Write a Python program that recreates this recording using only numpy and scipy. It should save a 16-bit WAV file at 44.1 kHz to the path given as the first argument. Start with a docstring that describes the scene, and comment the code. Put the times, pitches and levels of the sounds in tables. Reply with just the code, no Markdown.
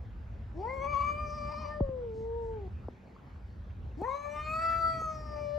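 """In the narrow gap between a house wall and a parked car, a street cat yowls twice at a rival.
Its vocal folds buzz, making a note plus harmonics (multiples of its pitch) that mouth and throat shape.
Each yowl slides up and rasps while the mouth is wide; the first sinks to a hoot as the mouth closes.
The close walls add a short echo. Town traffic rumbles behind, with a few soft bumps and scuffs."""
import sys
import numpy as np
from scipy import signal
from scipy.fft import rfft, irfft, next_fast_len
from scipy.io import wavfile
from scipy.ndimage import uniform_filter1d, map_coordinates

SR = 44100
rng = np.random.default_rng(int(sys.argv[2]) if len(sys.argv) > 2 else 0)


def log_audio(samples):
    """Write samples as a 16-bit WAV file to the path given in sys.argv[1]."""
    # one column per channel
    frames = np.atleast_2d(samples).T
    # limit to full scale, then quantise
    limited = np.clip(frames, -1, 1)
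    pcm = np.round(limited * 32767).astype(np.int16)
    wavfile.write(sys.argv[1], SR, pcm)


N = 246078

# The tune of each yowl: time_s, pitch_hz
FIRST_TUNE = [(.54, 278.2), (.66, 461.3), (.7, 520), (.76, 543), (.796, 531), (.838, 563), (.856, 549),
              (.882, 581), (.93, 584.3), (.944, 559.7), (.964, 552.3), (.994, 579.5), (1.012, 564.4),
              (1.024, 577.2), (1.222, 599.8), (1.324, 591.3), (1.364, 607.4), (1.382, 591), (1.48, 589.6),
              (1.518, 601.5), (1.55, 585.7), (1.598, 613), (1.634, 611.5), (1.658, 582), (1.728, 604),
              (1.79, 591.4), (1.85, 544), (1.97, 506.2), (2.12, 440.7), (2.38, 466.2), (2.55, 442.8),
              (2.68, 358.4)]
SECOND_TUNE = [(3.97, 257.7), (4.064, 507.5), (4.11, 538), (4.16, 572.5), (4.305, 586.6), (4.43, 610),
               (4.596, 647), (4.624, 657.3), (4.74, 662), (4.92, 656.3), (5.05, 637), (5.3, 601.2),
               (5.38, 592), (5.5, 583.7), (5.58, 590.4)]
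# The moving jaw shifts two resonances (pitches the mouth boosts); pressing lifts harmonics 2-4:
# time_s, effort_db, mouth_hz, vowel_hz, press_db
FIRST_JAW = [(0.56, -39, 800, 1850, 0), (0.659, -45.5, 920, 2055, -1), (0.711, -46, 920, 2080, -0.5),
             (0.791, -44.5, 917, 2136, -2.5), (0.859, -44, 980, 2400, 5.5), (.96, -49.5, 1094, 2400, 8),
             (1.09, -51, 1225, 2357, 5.5), (1.139, -49, 1101, 2357, -0.5), (1.351, -49, 1121, 2254, -0.5),
             (1.62, -48.5, 1088, 2264, 2), (1.675, -49.5, 1090, 2254, -2), (1.72, -46.5, 1027, 1890, 0),
             (1.781, -49.5, 878, 1685, -4), (1.812, -47, 655, 1510, -3), (1.85, -53, 522, 1445, 5),
             (2.04, -51, 456, 1221, -4), (2.15, -55.5, 427, 1000, -2.5), (2.379, -49, 542, 1042, 1),
             (2.66, -55.5, 493, 944, 0)]
SECOND_JAW = [(3.989, -45, 745, 1880, -8.5), (4.05, -44, 880, 1855, 0.5), (4.14, -45, 1062, 2175, -1),
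              (4.21, -54.5, 1000, 2200, 5), (4.282, -45, 978, 2224, -1.5), (4.449, -50.5, 1292, 2463, -1.5),
              (4.519, -47, 1370, 2490, 2), (4.693, -45.5, 1394, 2434, 5.5), (4.933, -45.5, 1355, 2096, -6),
              (5.069, -47.5, 1267, 2258, -3), (5.198, -51.5, 1017, 2030, 2), (5.429, -44.5, 954, 2180, -4),
              (5.58, -41, 836, 1970, -4)]
# The throat's resonances: time_s, middle_db, lower_hz, lower_db, upper_hz, upper_db, treble_db
FIRST_RINGS = [(0.56, -84, 4174, -78, 5450, -70, -86.5), (0.63, -77.5, 4660, -76, 5380, -78, -89.5),
               (0.761, -77, 4420, -74.5, 5700, -78.5, -78.5), (0.853, -61, 4360, -71, 6150, -64.5, -80.5),
               (0.879, -75, 4505, -70, 6380, -71, -79.5), (0.949, -61, 4610, -63.5, 6460, -66, -80.5),
               (1.04, -59, 4740, -64.5, 6360, -73, -77), (1.103, -63, 4702, -64, 6520, -62, -77),
               (1.15, -65.5, 4480, -71, 6300, -80, -78), (1.21, -68, 4700, -67, 5904, -79, -77.5),
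               (1.28, -75, 4660, -65, 5630, -62, -78.5), (1.37, -71, 4760, -60, 5590, -63.5, -82),
               (1.5, -69.5, 4640, -61, 5460, -66.5, -80.5), (1.668, -71, 4650, -60, 5577, -70, -82),
               (1.83, -80, 4530, -79, 5450, -85, -95), (1.86, -78, 4390, -85.5, 5400, -100, -107)]
SECOND_RINGS = [(3.99, -87, 4600, -71.5, 5820, -79, -81), (4.061, -85, 3980, -75, 6200, -74, -82),
                (4.135, -73, 3950, -65, 6300, -69.5, -78), (4.287, -75, 4240, -69, 6400, -69.5, -75.5),
                (4.385, -58.5, 3760, -67.5, 5460, -65, -73), (4.462, -67, 4318, -51.5, 6580, -73, -75.5),
                (4.51, -78, 4390, -56, 6460, -69, -65), (4.658, -68.5, 4590, -52.5, 5410, -76, -68.5),
                (4.721, -67.5, 4630, -54, 6090, -78.5, -68), (4.881, -67.5, 4630, -52, 5260, -72.5, -70.5),
                (5.047, -75, 4533, -62, 6420, -60, -73), (5.226, -82, 4700, -67.5, 5500, -65.5, -81.5),
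                (5.401, -72, 4560, -69, 5540, -66.5, -80), (5.56, -73.5, 4410, -67, 5430, -73, -85.5)]
# The voice cracks into a growl: time_s, half_length_s, added_rasp, added_doubling, growl_hz, growl_db
VOICE_CRACKS = [(0.659, 0.076, 0.27, 0, 870, -52.5), (0.848, 0.023, 0.2, .12, 980, -45),
                (0.936, 0.025, 0.17, 0.5, 1042, -47), (1.005, 0.027, .22, 0, 2590, -60),
                (1.034, 0.06, 0, 0.01, 1112, -43.5), (1.521, 0.026, .25, 0.2, 941, -48),
                (1.643, 0.053, .18, 0.25, 1015, -52), (4.043, 0.035, 0.4, 0, 850, -50.5),
                (4.107, 0.05, 0.35, 0, 1028, -40), (4.412, 0.18, 0.02, 0.4, 1058, -71.5),
                (4.265, 0.04, 0.2, 0, 2426, -62), (4.54, .02, .15, 0.19, 4020, -64.5),
                (4.622, 0.041, .28, 0.2, 1690, -56), (4.736, 0.05, 0.11, 0.14, 1720, -55),
                (4.96, 0.051, 0, 0.01, 2400, -62), (5.321, 0.052, 0.2, 0.03, 938, -70)]
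# One harmonic briefly swells or drops out: time_s, half_length_s, harmonic_number, change_db
HARMONIC_SWELLS = [(0.634, .015, 1, -5.5), (0.699, 0.03, 4, 6), (1.24, 0.031, 4, 1), (0.96, 0.13, 3, -5.5),
                   (1.094, 0.018, 2, 6.5), (1.21, 0.022, 2, 7.5), (1.649, 0.011, 2, 4.5),
                   (4.096, 0.028, 4, 1.5), (4.258, 0.019, 2, 8), (4.261, 0.092, 3, 9),
                   (4.322, .015, 2, -15), (4.412, 0.037, 3, 13), (4.51, 0.039, 4, 2),
                   (4.583, 0.021, 4, -19.5), (4.757, 0.064, 4, -2), (4.854, .04, 2, 6), (4.86, .06, 4, -2),
                   (4.87, 0.053, 3, 3), (5.024, 0.037, 1, -7.5), (5.31, .05, 2, 2), (5.455, 0.055, 4, 7)]
# Resonances at the very top of the voice: pitch_hz, half_width_hz, relative_to_treble_db
TOP_RINGS = [(10260, 150, -11), (11800, 400, -12), (14600, 350, -14.5)]
# High hiss that sounds with each yowl, with gaps near 9 and 13 kHz: pitch_hz, relative_level_db
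YOWL_HISS = [(4000, -23.5), (7000, 19), (8000, -8), (9300, -26.5), (10200, 4.5), (12000, 8), (13200, -3),
             (14600, -0.5), (15700, -9.5)]
# Reflections from wall and car partly cancel the narrow pitches; the broad dip near 1650 Hz comes from the
# nose: pitch_hz, half_width_hz, change_db
VOICE_DIPS = [(606, 5.3, -11.5), (1176.8, 8.8, -4), (1229.4, 5.7, -10), (1650, 196, -10.5),
              (1894, 13, -11.5)]
# Wall and car send each pitch from its own side: pitch_hz, left_louder_ratio, left_earlier_ratio
DIRECTIONS = [(300, 0.3, .3), (465, 0, 0.52), (585, 0.94, 0.63), (662, 0.13, -0.15), (920, 0.49, 0.53),
              (1162, 0.57, -0.38), (1367, -0.2, 1), (1870, -0.079, 0.27), (2480, 0.052, 0.19),
              (4940, 0.11, -0.2), (7600, -0.04, 0.32), (10000, 0, 1)]
# How long the echo takes to fade by 60 dB: pitch_hz, fade_s
ECHO_FADES = [(200, 0.13), (1500, 0.61), (5000, 0.027), (12000, 0.0076)]
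# Soft bumps: start_s, level_db, starting_pitch_hz, length_s
SOFT_BUMPS = [(1.8057, -22, 1310, 0.084), (1.89, -34.5, 1025, 0.024), (2.206, -36, 598.7, 0.014),
              (2.884, -29, 1400, 0.0051), (3.971, -49, 447, 0.016), (4.017, -24, 1050, 0.0038),
              (5.018, -30, 1260, 0.0024)]
# Short scuffs, clicks and rustles, plus two faint swells of high hiss:
# time_s, peak_db, pitch_hz, half_length_s, pitch_spread_log_ratio
SMALL_NOISES = [(2.787, -63, 2474, 0.041, .08), (3.078, -60, 2260, .008, .15),
                (3.707, -61, 2200, 0.011, 0.3), (3.92, -65, 2700, 0.0091, 0.088),
                (3.165, -48.5, 1050, 0.0038, 0.18), (3.188, -56, 1200, 0.026, 0.29),
                (4.016, -55.5, 9200, .001, 1), (5.014, -49, 11400, 0.00057, 0.88),
                (5.059, -56, 6470, 0.0027, 0.98), (2.19, -64, 5150, 0.068, 0.43),
                (2.46, -72, 6430, 0.072, 0.42)]
# Traffic rising and falling: time_s, rumble_db, murmur_db
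TRAFFIC_LEVELS = [(0, -42, -58), (.9, -44, -52.5), (2.5, -45, -53.5), (2.87, -43, -53.5),
                  (2.97, -57.5, -59), (3.25, -55, -57), (3.4, -48, -60), (3.87, -41.5, -56.5),
                  (4.18, -53.5, -62), (4.4, -45.5, -55), (4.75, -45.5, -53), (5.58, -46.5, -52)]
# The deep rumble of traffic and the wider roar of the town: pitch_hz, relative_level_db
RUMBLE_SPECTRUM = [(15, -32), (25, -26.5), (48, 1.5), (70, 4), (119, -6), (161, -29), (170, -12),
                   (220, -30.5), (370, -120)]
ROAR_SPECTRUM = [(82, -21.5), (140, 0.5), (161, -12.5), (192, -8), (234, -5), (268, -12.5), (375, -15),
                 (504, -17), (718, -21), (892, -22), (1040, -24.5), (1740, -28.5), (4750, -46),
                 (15500, -64.5)]
# How alike the street sounds at both ears: pitch_hz, likeness (1 the same, -1 opposite)
EAR_LIKENESS = [(60, 0.98), (180, 0.93), (550, 0.59), (1650, 0.14), (4970, 1), (9000, -0.89), (15000, 1)]

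SHUT_HZ, OPEN_HZ = 544, 940  # lowest mouth resonance with the jaw shut and open
MIDDLE_RING_HZ, TREBLE_RING_HZ = 3060, 7560  # two throat resonances that stay put


def yowl(tune, jaw, throat, hoarse, brighten_s, attack_s, waver=0.0036, quaver=0.0077):
    """One call: the vocal folds buzz along a tune, and strain makes their cycles uneven."""
    span = np.arange(int(tune[0][0] * SR), min(N, int(tune[-1][0] * SR)))
    t = span / SR
    note_hz, = curves(tune, t)
    _, mouth_hz, _, _ = curves(jaw, t)
    rasp, doubling = strain(mouth_hz, hoarse, t)
    shake = waver * wobble(17, t) + quaver * wobble(39.7, t) + 0.0083 * wobble(420, t)
    pitch_hz = note_hz * (1 + rasp * shake)
    phase = 2 * np.pi * np.cumsum(pitch_hz) / SR
    voice = vowel(vowel_levels(note_hz, jaw, brighten_s, t), pitch_hz, phase, rasp, t)
    unmuted = np.clip((mouth_hz - SHUT_HZ) / 280, 0, 1)  # a shut jaw lets no overtones out
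    voice += unmuted * overtones(throat, pitch_hz, phase, rasp, t)
    voice *= 1 + 0.37 * rasp * wobble(130, t)  # the folds catch and let go
    voice += doubling * in_between_tones(pitch_hz, phase, mouth_hz, t)
    voice += growl(mouth_hz, rasp, t)
    fade_in, fade_out = (t - t[0]) / attack_s, (t[-1] - t) / 0.00072
    out = np.zeros(N)
    out[span] = voice * np.clip(np.minimum(fade_in, fade_out), 0, 1)
    return out


def strain(mouth_hz, hoarse, t):
    """Rasp and doubling (every second cycle differs) grow as the jaw opens or the voice cracks."""
    opening = np.clip((mouth_hz - SHUT_HZ) / (OPEN_HZ - SHUT_HZ), 0, 1)
    rasp, doubling = hoarse * opening, 0.098 * opening
    for time_s, half_length_s, added_rasp, added_doubling, _, _ in VOICE_CRACKS:
        flare = swell(t, time_s, half_length_s)
        rasp += added_rasp * flare
        doubling += added_doubling * flare
    return rasp, doubling


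def vowel_levels(note_hz, jaw, brighten_s, t, fold_db_per_octave=-8):
    """Mouth and walls boost or weaken the four lowest harmonics; gives their levels in dB."""
    effort_db, mouth_hz, vowel_hz, press_db = curves(jaw, t)
    hz = np.arange(1, 5)[:, None] * note_hz
    dullness = 10 * np.exp(-((t - t[0]) / brighten_s) ** 4)  # each call starts dull
    levels_db = effort_db + (fold_db_per_octave - dullness) * np.log2(hz / note_hz)
    levels_db += sum(db * bell(hz, centre, width) for centre, width, db in VOICE_DIPS)
    levels_db += resonance_db(hz, mouth_hz, width_hz=122.4) + resonance_db(hz, vowel_hz, width_hz=86)
    levels_db[1:] += press_db
    for time_s, half_length_s, harmonic, change_db in HARMONIC_SWELLS:
        levels_db[round(harmonic) - 1] += change_db * swell(t, time_s, half_length_s)
    return levels_db


def vowel(levels_db, pitch_hz, phase, rasp, t):
    """The low harmonics carry the vowel; the higher one is, the more it flutters and rasps."""
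    out = np.zeros(len(t))
    for k, level_db in enumerate(levels_db, 1):
        flutter_db = 1.5 * k * rasp * wobble(45.8, t)
        drift_db = 2 * (k > 2) * wobble(14.06, t)
        tone = np.sqrt(2) * np.sin(k * phase)
        noise = 0.057 * k * rasp * ringing(k * pitch_hz, 300, t)
        out += amp(level_db + flutter_db + drift_db) * (tone + noise)
    return out


def overtones(throat, pitch_hz, phase, rasp, t, half_width_hz=230, hoarse_s=0.16):
    """Harmonics 5-25 and puffs of air ring the throat; strain makes them sputter and blur."""
    middle_db, lower_hz, lower_db, upper_hz, upper_db, treble_db = curves(throat, t)
    numbers = np.arange(5, 26)
    onset = swell(t, t[0], hoarse_s)  # a call starts hoarse
    blur = 0.35 + rasp + 0.89 * onset
    harmonics = []
    for k in numbers:
        flicker_db = 2 * wobble(10.5, t) + (1 + 6 * rasp) * wobble(110, t)
        smear = (k / 10) ** 2 * blur * wobble(220, t)  # uneven cycles smear high harmonics most
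        harmonics.append(amp(flicker_db) * np.sin(k * phase + smear))
    air_share = np.clip(0.008 + 0.28 * rasp + 0.43 * onset, 0, 0.9)
    puffs = unit(1 + np.cos(phase) / 2) * amp(2 * wobble(35, t))  # one puff of air per cycle
    rings = [(MIDDLE_RING_HZ, half_width_hz, middle_db), (lower_hz, half_width_hz, lower_db),
             (upper_hz, half_width_hz, upper_db), (TREBLE_RING_HZ, half_width_hz, treble_db - 0.5)]
    rings += [(hz, width, treble_db + db) for hz, width, db in TOP_RINGS]
    out = np.zeros(len(t))
    for centre_hz, width, db in rings:
        weights = bell(numbers[:, None] * pitch_hz, centre_hz, width)
        tone = np.sqrt(2) * np.sum(weights * harmonics, axis=0) / np.linalg.norm(weights, axis=0)
        air = puffs * ringing(centre_hz, 2400, t)
        out += amp(db - 2.5) * (np.sqrt(1 - air_share) * tone + np.sqrt(air_share) * air)
    hiss = unit(filtered(rng.standard_normal(N), lambda hz: amp(along(YOWL_HISS, hz))))
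    return out + amp(treble_db - 9) * puffs * hiss[:len(t)]


def in_between_tones(pitch_hz, phase, mouth_hz, t):
    """When every second cycle of the folds differs, tones appear halfway between the harmonics."""
    halves = np.arange(1, 5)[:, None] + 0.5
    hz = halves * pitch_hz
    mouth_gain = bell(hz, 0.93 * mouth_hz, 120) + amp(-8) * bell(hz, 2300, 210)
    sputter_db = 4 * wobble(22, t)
    tones = np.sin(halves * phase + wobble(60, t))
    return amp(-42 + sputter_db) * np.sum(mouth_gain * tones, axis=0)


def growl(mouth_hz, rasp, t):
    """Chaotic cycles ring the mouth as rough noise, with an extra burst at each crack of the voice."""
    out = amp(-54) * rasp * (ringing(0.82 * mouth_hz, 330, t) + amp(-8) * ringing(2300, 650, t))
    for time_s, half_length_s, _, _, hz, db in VOICE_CRACKS:
        out += amp(db) * swell(t, time_s, half_length_s) * ringing(hz, 0.18 * hz, t)
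    return out


def wall_bounce(voice):
    """The cat sits a little to the left; close walls throw each pitch to its own side."""
    pitch_hz, louder, earlier = np.transpose(DIRECTIONS)
    side = filtered(voice, lambda hz: np.interp(hz, pitch_hz, louder + 1j * earlier))
    return np.array([voice + side, voice - side])


def alley_echo(voice, delay_samples=200):
    """Wall, paving and car return a fading echo, different at each ear."""
    hz, t, noise = signal.stft(rng.standard_normal((2, SR // 2)), SR, nperseg=256)
    fade = amp(-60 * t / along(ECHO_FADES, hz)[:, None])
    tail = signal.istft(noise * fade, SR, nperseg=256)[1]
    delayed = np.pad(voice, (delay_samples, 0))[None]
    return signal.fftconvolve(delayed, tail / np.linalg.norm(tail[0]), axes=1)[:, :N]


def bumps(glide_s=0.0011, rise_s=0.00074, muffle_hz=1300):
    """Each bump is a dull thud whose pitch drops within milliseconds."""
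    out, t = np.zeros(N + SR), np.arange(SR // 5) / SR
    for start_s, level_db, pitch_hz, length_s in SOFT_BUMPS:
        phase = 2 * np.pi * pitch_hz * glide_s * np.log1p(t / glide_s)
        loudness = amp(level_db) * (1 - swell(t, 0, rise_s)) * swell(t, 0, length_s)
        out[round(start_s * SR):][:len(t)] += loudness * np.sin(phase)
    return filtered(out[:N], lambda hz: 1 / (1 + (hz / muffle_hz) ** 8))


def small_noises():
    """Brief bursts of noise: scuffs, clicks, rustles and two faint swells of high hiss."""
    out, t = np.zeros(N), np.arange(N) / SR
    for time_s, peak_db, pitch_hz, half_length_s, spread in SMALL_NOISES:
        burst = rng.standard_normal(N) * swell(t, time_s, half_length_s)
        band = filtered(burst, lambda hz: swell(np.log((hz + 1) / pitch_hz), 0, spread))
        out += amp(peak_db) * band / np.max(np.abs(band))
    return out


def traffic(hum_hz=188):
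    """Traffic rumbles and murmurs in swells, over a far hiss and a faint, unsteady engine hum."""
    t = np.arange(N) / SR
    rumble_db, murmur_db = curves(TRAFFIC_LEVELS, t)
    rumble = amp(rumble_db + 2 + wobble(3.286, t)) * street_noise(RUMBLE_SPECTRUM)
    roar = patchy(street_noise(ROAR_SPECTRUM), depth_db=2.16)
    murmur = filtered(roar, lambda hz: 1 / (1 + (hz / 600) ** 2))
    hiss = roar - murmur
    hum = amp(-63 + wobble(1, t)) * np.sin(2 * np.pi * hum_hz * t + wobble(8.4, t))
    return rumble + amp(murmur_db + 2) * murmur + amp(-52) * hiss + hum


def street_noise(spectrum):
    """A stereo rush of noise whose bass is nearly the same at both ears."""
    def gains(hz):
        angle = np.arccos(np.clip(along(EAR_LIKENESS, hz), -1, 1)) / 2
        return amp(along(spectrum, hz)) * [np.cos(angle), np.sin(angle)]
    shared, side = filtered(rng.standard_normal((2, N)), gains)
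    return unit(np.array([shared + side, shared - side]))


def patchy(sound, depth_db):
    """Makes random patches of time and pitch a little louder or softer."""
    grid = signal.stft(sound, nperseg=512)[2]
    patches = uniform_filter1d(rng.standard_normal(grid.shape[1:]), size=5, axis=0)
    patches = uniform_filter1d(patches, size=14, axis=1)
    return unit(signal.istft(grid * amp(depth_db * unit(patches)), nperseg=512)[1][:, :N])


def ringing(centre_hz, band_hz, t):
    """Noise gathered around one pitch, like a resonance shaken at random."""
    shaking = wobble(band_hz, t) + 1j * wobble(band_hz, t)
    cycles = np.cumsum(np.broadcast_to(centre_hz, t.shape)) / SR
    return np.real(shaking * np.exp(2j * np.pi * cycles))


def resonance_db(hz, centre_hz, width_hz):
    """A mouth resonance passes low pitches, boosts those near its centre and weakens high ones."""
    return -10 * np.log10((1 - (hz / centre_hz) ** 2) ** 2 + (hz * width_hz / centre_hz ** 2) ** 2)


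def bell(hz, centre_hz, half_width_hz):
    """The hump of one resonance, 1 at its centre."""
    return 1 / (1 + ((hz - centre_hz) / half_width_hz) ** 2)


def swell(x, centre, half_width):
    """A smooth rise to 1 at the centre and back to 0."""
    return np.exp(-((x - centre) / half_width) ** 2)


def wobble(rate_hz, t):
    """A smooth curve through rate_hz random values a second."""
    steps = (t - t[0]) * rate_hz
    return map_coordinates(rng.standard_normal(int(steps[-1]) + 4), [steps])


def curves(table, t):
    """Each column after the first, read at the times t."""
    time_s, *columns = np.transpose(table)
    return [np.interp(t, time_s, column) for column in columns]


def along(table, hz):
    """Reads a table by pitch, with octaves evenly spaced."""
    pitch_hz, values = np.transpose(table)
    return np.interp(np.log(hz + 1), np.log(pitch_hz), values)


def filtered(sound, gain_at):
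    """Scales each frequency of a sound by gain_at(hz)."""
    size = next_fast_len(N + SR // 2)
    return irfft(rfft(sound, size) * gain_at(np.fft.rfftfreq(size, 1 / SR)), size)[..., :N]


def amp(db):
    """Turns decibels into a multiplier."""
    return 10 ** (np.asarray(db) / 20)


def unit(x):
    """Scales x to an average strength (rms) of 1."""
    return x / np.sqrt(np.mean(x ** 2) + 1e-20)


def scene(echo_db=-17):
    """Two yowls between close walls, with bumps, small noises and traffic."""
    cat = yowl(FIRST_TUNE, FIRST_JAW, FIRST_RINGS, hoarse=0.19, brighten_s=0.092, attack_s=0.064)
    cat += yowl(SECOND_TUNE, SECOND_JAW, SECOND_RINGS, hoarse=0.13, brighten_s=0.037, attack_s=0.0057,
                waver=0.0022, quaver=0.006)
    return wall_bounce(cat) + amp(echo_db) * alley_echo(cat) + bumps() + small_noises() + traffic()


def record(dry, low_cut_hz=33, top_hz=15700):
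    """Takes away the deepest bass and the highest treble."""
    return filtered(dry, lambda hz: (hz < top_hz) * (1 - 1 / (1 + (hz / low_cut_hz) ** 4)))


dry = scene()
out = record(dry)
log_audio(out)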